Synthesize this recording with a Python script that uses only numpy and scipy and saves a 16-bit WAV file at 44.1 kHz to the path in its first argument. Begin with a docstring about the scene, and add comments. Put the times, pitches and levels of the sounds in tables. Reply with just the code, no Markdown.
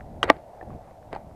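"""A piece of gear is handled right at a moving camera in an autumn wood.
Its catch clicks, a part scrapes along and knocks home on the hollow body, overloading the microphone;
later come a soft tick and a small rattle. Each contact is a crack of noise plus damped ringing,
scattered faintly by the trunks. Air rumbles on the microphone over a distant rush, a thin hiss
and a faint rustle of leaves."""
import sys
import numpy as np
from scipy import signal
from scipy.fft import rfft, irfft
from scipy.io import wavfile

SR = 44100
rng = np.random.default_rng(int(sys.argv[2]) if len(sys.argv) > 2 else 0)


def bounce(signal):
    """Save signal as a 16-bit WAV file at the path given by the first command-line argument."""
    frames = np.transpose(np.atleast_2d(signal))
    limited = np.clip(frames, -1, 1)
    pcm = np.round(limited * 32767).astype(np.int16)
    wavfile.write(sys.argv[1], SR, pcm)


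N = 59535


def amp(db):
    """Decibels to gain."""
    return 10 ** (np.asarray(db) / 20)


def unit(x):
    """Scales to rms 1."""
    return x / np.sqrt(np.mean(x ** 2) + 1e-20)


def decay(t, t60_s):
    """Exponential fall, 60 dB in t60_s."""
    return np.exp(-np.log(1000) * t / t60_s)


def add(mix, start_s, sound):
    """Lays a sound into the mix."""
    part = mix[max(round(start_s * SR), 0):][:len(sound)]
    part += sound[:len(part)]


def shaped(x, spectrum):
    """Filters x by (frequency [Hz], gain [dB]) points, to rms 1."""
    hz, db = np.transpose(spectrum)
    bins_hz = np.fft.rfftfreq(len(x), 1 / SR)
    gain = amp(np.interp(np.log(bins_hz + 1), np.log(hz), db))
    return unit(irfft(rfft(x) * gain, len(x)))


def noise(spectrum, samples=N):
    """Shaped Gaussian noise, rms 1."""
    return shaped(rng.standard_normal(samples), spectrum)


def level(curve, outside_db=None):
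    """Gain over time from (time [s], level [dB]) points."""
    times_s, db = np.transpose(curve)
    return amp(np.interp(np.arange(N) / SR, times_s, db, outside_db, outside_db))


# hiss spectrum (frequency [Hz], gain [dB])
HISS_SPECTRUM = [(1000, -2.5), (4000, 0.5), (9000, -0.5), (14500, -4), (16000, -20)]
def microphone_hiss(level_db=-69.5):
    """Thin, constant self-noise."""
    return noise(HISS_SPECTRUM) * amp(level_db)


# rush spectrum (frequency [Hz], gain [dB])
RUSH_SPECTRUM = [(60, -12.5), (160, -22.5), (260, -15), (430, -11), (580, 0), (740, 1.5), (900, -7),
                 (1150, -22), (2000, -28.5), (3000, -39), (5000, -43), (9000, -51), (16000, -70)]
# rush envelope (time [s], level [dB])
RUSH_ENVELOPE = [(0, -48), (.3, -45), (.43, -49), (.55, -44), (.63, -46), (.83, -48), (.98, -51.5),
                 (1.15, -45.5), (1.35, -52)]
def distant_rush():
    """Unbroken midrange noise, wavering by a few dB."""
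    return noise(RUSH_SPECTRUM) * level(RUSH_ENVELOPE)


# wind spectrum (frequency [Hz], gain [dB])
WIND_SPECTRUM = [(15, -13.5), (28, -5), (50, -4.5), (80, -2.5), (120, -4), (160, -8), (210, -9), (320, -15),
                 (600, -21), (1500, -52.5), (4000, -64)]
# gust envelope (time [s], relative level [dB])
GUST_ENVELOPE = [(0.0, -45), (0.198, -43), (0.218, -45), (0.254, -40), (0.296, -39.5), (0.406, -56),
                 (0.518, -59.5), (0.63, -55.5), (0.68, -40.5), (0.758, -39), (0.804, -54), (0.902, -53.5),
                 (0.958, -57), (0.996, -54.5), (1.09, -50.5), (1.112, -48), (1.326, -47.5), (1.35, -51)]
def wind(gain_db=1.5):
    """Air buffets the microphone in low gusts."""
    return noise(WIND_SPECTRUM) * level(GUST_ENVELOPE) * amp(gain_db)


def friction(slips_per_s=1000, spread_db=2.5):
    """Dense tiny slips of uneven size over a smooth rub."""
    sizes = amp(spread_db * np.minimum(rng.exponential(1, N), 4))
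    signs = rng.choice([-1, 1], N)
    slipping = rng.random(N) < slips_per_s / SR
    return unit(sizes * signs * slipping) + rng.standard_normal(N)


# rustle spectrum (frequency [Hz], gain [dB])
RUSTLE_SPECTRUM = [(150, 7), (350, -6.5), (1100, -1.5), (1600, -11), (2300, -14.5), (4000, -33),
                   (8000, -36), (15000, -50)]
# Gaussian swells (centre [s], sigma [s], level [dB])
RUSTLE_SWELLS = [(0.008, 0.013, -53), (0.72, 0.025, -52), (0.882, 0.06, -54.5), (1.3, 0.08, -61)]
def rustle():
    """Leaves and clothing rub in soft swells."""
    t = np.arange(N) / SR
    swells = sum(amp(db) * np.exp(-.5 * ((t - centre_s) / sigma_s) ** 2)
                 for centre_s, sigma_s, db in RUSTLE_SWELLS)
    return shaped(friction(), RUSTLE_SPECTRUM) * swells


# scatter spectrum (frequency [Hz], gain [dB])
SCATTER_SPECTRUM = [(100, -16.5), (400, 4), (2000, -4.5), (4300, 1.5), (7000, -8), (15000, -18)]
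def trunk_scatter(x, gain_db=-44.5, t60_s=.45):
    """The trees return a faint, short, diffuse tail."""
    t = np.arange(SR // 2) / SR
    tail = noise(SCATTER_SPECTRUM, len(t)) * decay(t, t60_s)
    return amp(gain_db) * signal.fftconvolve(x, tail / np.linalg.norm(tail))[:N]


# scrape spectrum (frequency [Hz], gain [dB])
SCRAPE_SPECTRUM = [(120, -15.5), (330, 7.5), (700, 6.5), (1200, -1), (2100, -2.5), (3000, -19),
                   (4500, -21.5), (5700, -41.5), (8500, -36), (15000, -55)]
# slide around the knock (time [s], level [dB])
SLIDE_ENVELOPE = [(.229, -56), (.236, -26.5), (.252, -32.5), (.272, -43), (.284, -28), (.298, -29.5),
                  (.318, -38), (.335, -47.5), (.39, -58), (.43, -75)]
# slide in the later rattle (time [s], level [dB])
RATTLE_ENVELOPE = [(1.105, -68), (1.128, -44), (1.14, -41.5), (1.168, -45), (1.185, -58), (1.22, -62.5)]
def sliding():
    """One part scrapes over another, twice."""
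    envelope = level(SLIDE_ENVELOPE, -np.inf) + level(RATTLE_ENVELOPE, -np.inf)
    return shaped(friction(), SCRAPE_SPECTRUM) * envelope


# tap noise spectrum (frequency [Hz], gain [dB])
TAP_SPECTRUM = [(100, -3), (400, 2), (1100, 0), (2300, -4), (3300, -14.5), (4500, -10), (6000, -29),
                (9000, -19), (15000, -45)]
# light taps (time [s], level [dB], pitch [Hz], t60 [s], relative noise [dB], noise cutoff [Hz])
LIGHT_TAPS = [(.008, -25.5, 1703, 0.0049, -19, 2580), (0.2408, -16, 370, 0.024, -4, 4960),
              (0.366, -34, 395, 0.027, -2, 3000), (0.6114, -35.5, 1770, 0.034, -34, 1800),
              (.6125, -28, 728, 0.032, -6, 1200), (.628, -28, 630, .016, -6.5, 1320),
              (0.63, -38, 317, 0.052, -11, 700), (.704, -41, 1110, 0.036, -12, 1400),
              (0.909, -39, 520, 0.027, -2, 1780), (1.027, -47, 1420, 0.013, 3, 2260),
              (1.1293, -20, 686, 0.02, -7, 8000), (1.1336, -18.5, 415, 0.015, -15, 2500),
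              (1.1497, -24, 690, 0.016, -5, 6040), (1.1617, -18.5, 830, 0.02, -15.5, 6140),
              (1.312, -34.5, 724, 0.026, -14, 1510)]
def taps(rise_s=.00037, noise_t60_s=.011):
    """A hand damps the gear, so each tap is a crack with one short tone."""
    out, t = np.zeros(N), np.arange(4096) / SR
    for start_s, db, hz, t60_s, noise_db, cutoff_hz in LIGHT_TAPS:
        tone = np.sin(2 * np.pi * hz * t) * decay(t, t60_s)
        crack = noise(TAP_SPECTRUM, len(t)) * decay(t, noise_t60_s)
        crack = signal.lfilter(*signal.butter(2, cutoff_hz, fs=SR), crack)
        attack = 1 - np.exp(-t / rise_s)
        add(out, start_s, amp(db) * (tone + amp(noise_db) * crack) * attack)
    return out


def coloured(x, centre_hz, width_octaves, depth_db=20.5):
    """Broad emphasis set by where and how hard a part is struck."""
    bins_hz = abs(np.fft.fftfreq(len(x), 1 / SR)) + 1
    bell = np.exp(-.5 * (np.log2(bins_hz / centre_hz) / width_octaves) ** 2)
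    log_gain = np.log(amp(depth_db * (bell - 1)))
    minimum_phase = np.exp(np.conj(signal.hilbert(log_gain)))
    return np.fft.ifft(np.fft.fft(x) * minimum_phase).real


# contact noise spectrum (frequency [Hz], gain [dB])
CRACK_SPECTRUM = [(200, -8.5), (600, 7), (2000, -5), (3500, -9.5), (5500, -14), (8500, -24), (12000, -25.5),
                  (16000, -42)]
def strikes(contacts, modes, noise_t60_s, noise_db=-7, rise_s=.00036):
    """Each contact is a crack of noise plus the part's damped modes, in alternating polarity."""
    out, t = np.zeros(N), np.arange(8192) / SR
    ring = sum((-1) ** k * amp(db) * decay(t, t60_s) * np.sin(2 * np.pi * hz * t)
               for k, (hz, db, t60_s) in enumerate(modes))
    attack = 1 - np.exp(-t / rise_s)
    for start_s, db, centre_hz, width_octaves in contacts:
        crack = noise(CRACK_SPECTRUM, len(t)) * amp(noise_db) * decay(t, noise_t60_s)
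        add(out, start_s, amp(db) * coloured((ring + crack) * attack, centre_hz, width_octaves))
    return out


# catch modes (frequency [Hz], relative level [dB], t60 [s])
CATCH_MODES = [(1200, 1.5, .019), (1540, -8, .03), (1942, -12.5, 0.048), (2860, 2.5, 0.01),
               (3204, -1, .016), (3844, -24, 0.054), (4405, -26, 0.037), (6130, -16.5, 0.0074),
               (8250, -25, 0.018), (10400, -22, .006), (12200, -23.5, .005)]
# clicks (time [s], gain [dB], colour centre [Hz], colour width [octaves])
CATCH_CLICKS = [(.2295, -10, 2000, 6.3), (.2348, -13.5, 8000, 0.96), (.2404, -20.5, 7590, .9)]
def catch_clicks():
    """The catch snaps in three quick, bright contacts."""
    return strikes(CATCH_CLICKS, CATCH_MODES, noise_t60_s=.019)


# body modes (frequency [Hz], relative level [dB], t60 [s])
BODY_MODES = [(292.2, -3.5, 0.038), (556.4, 5, .016), (667, -1.5, 0.037), (857.5, -4, 0.0367),
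              (1181, 0, 0.028), (1565, -13, .024), (1906, 4.5, 0.013), (2256, -6, 0.017), (2803, -2, .01),
              (3398, -16.5, 0.012), (4380, -19, 0.014), (5050, -19, .009)]
# knocks (time [s], gain [dB], colour centre [Hz], colour width [octaves])
BODY_KNOCKS = [(.2905, -25.5, 2150, 1.2), (.2962, -17.5, 1310, 2), (.2999, -2, 1100, 10)]
def body_knocks():
    """The part knocks home: two light contacts and a hard one ring the hollow body."""
    return strikes(BODY_KNOCKS, BODY_MODES, noise_t60_s=.0067)


def scene():
    """The gear close by, the wood around it; mono."""
    gear = catch_clicks() + body_knocks() + taps() + sliding()
    return (gear + trunk_scatter(gear) + rustle() + wind() + distant_rush() + microphone_hiss())[None]


# microphone treble roll-off (frequency [Hz], gain [dB])
MICROPHONE_RESPONSE = [(20, 0), (6000, -2.5), (10000, -3), (14000, -3), (16000, -12)]
def record(dry, ceiling=.99, band_limit_hz=16200):
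    """The loudest knock clips; treble roll-off and band limit follow."""
    clipped = np.clip(dry, -ceiling, ceiling)
    hz, db = np.transpose(MICROPHONE_RESPONSE)
    response = amp(np.interp(np.fft.rfftfreq(N, 1 / SR), hz, db))
    rolled_off = irfft(rfft(clipped) * response, N)
    low_pass = signal.firwin(255, band_limit_hz, window=("kaiser", 9), fs=SR)
    return signal.oaconvolve(rolled_off, low_pass[None], "same")


dry = scene()
out = record(dry)
bounce(out)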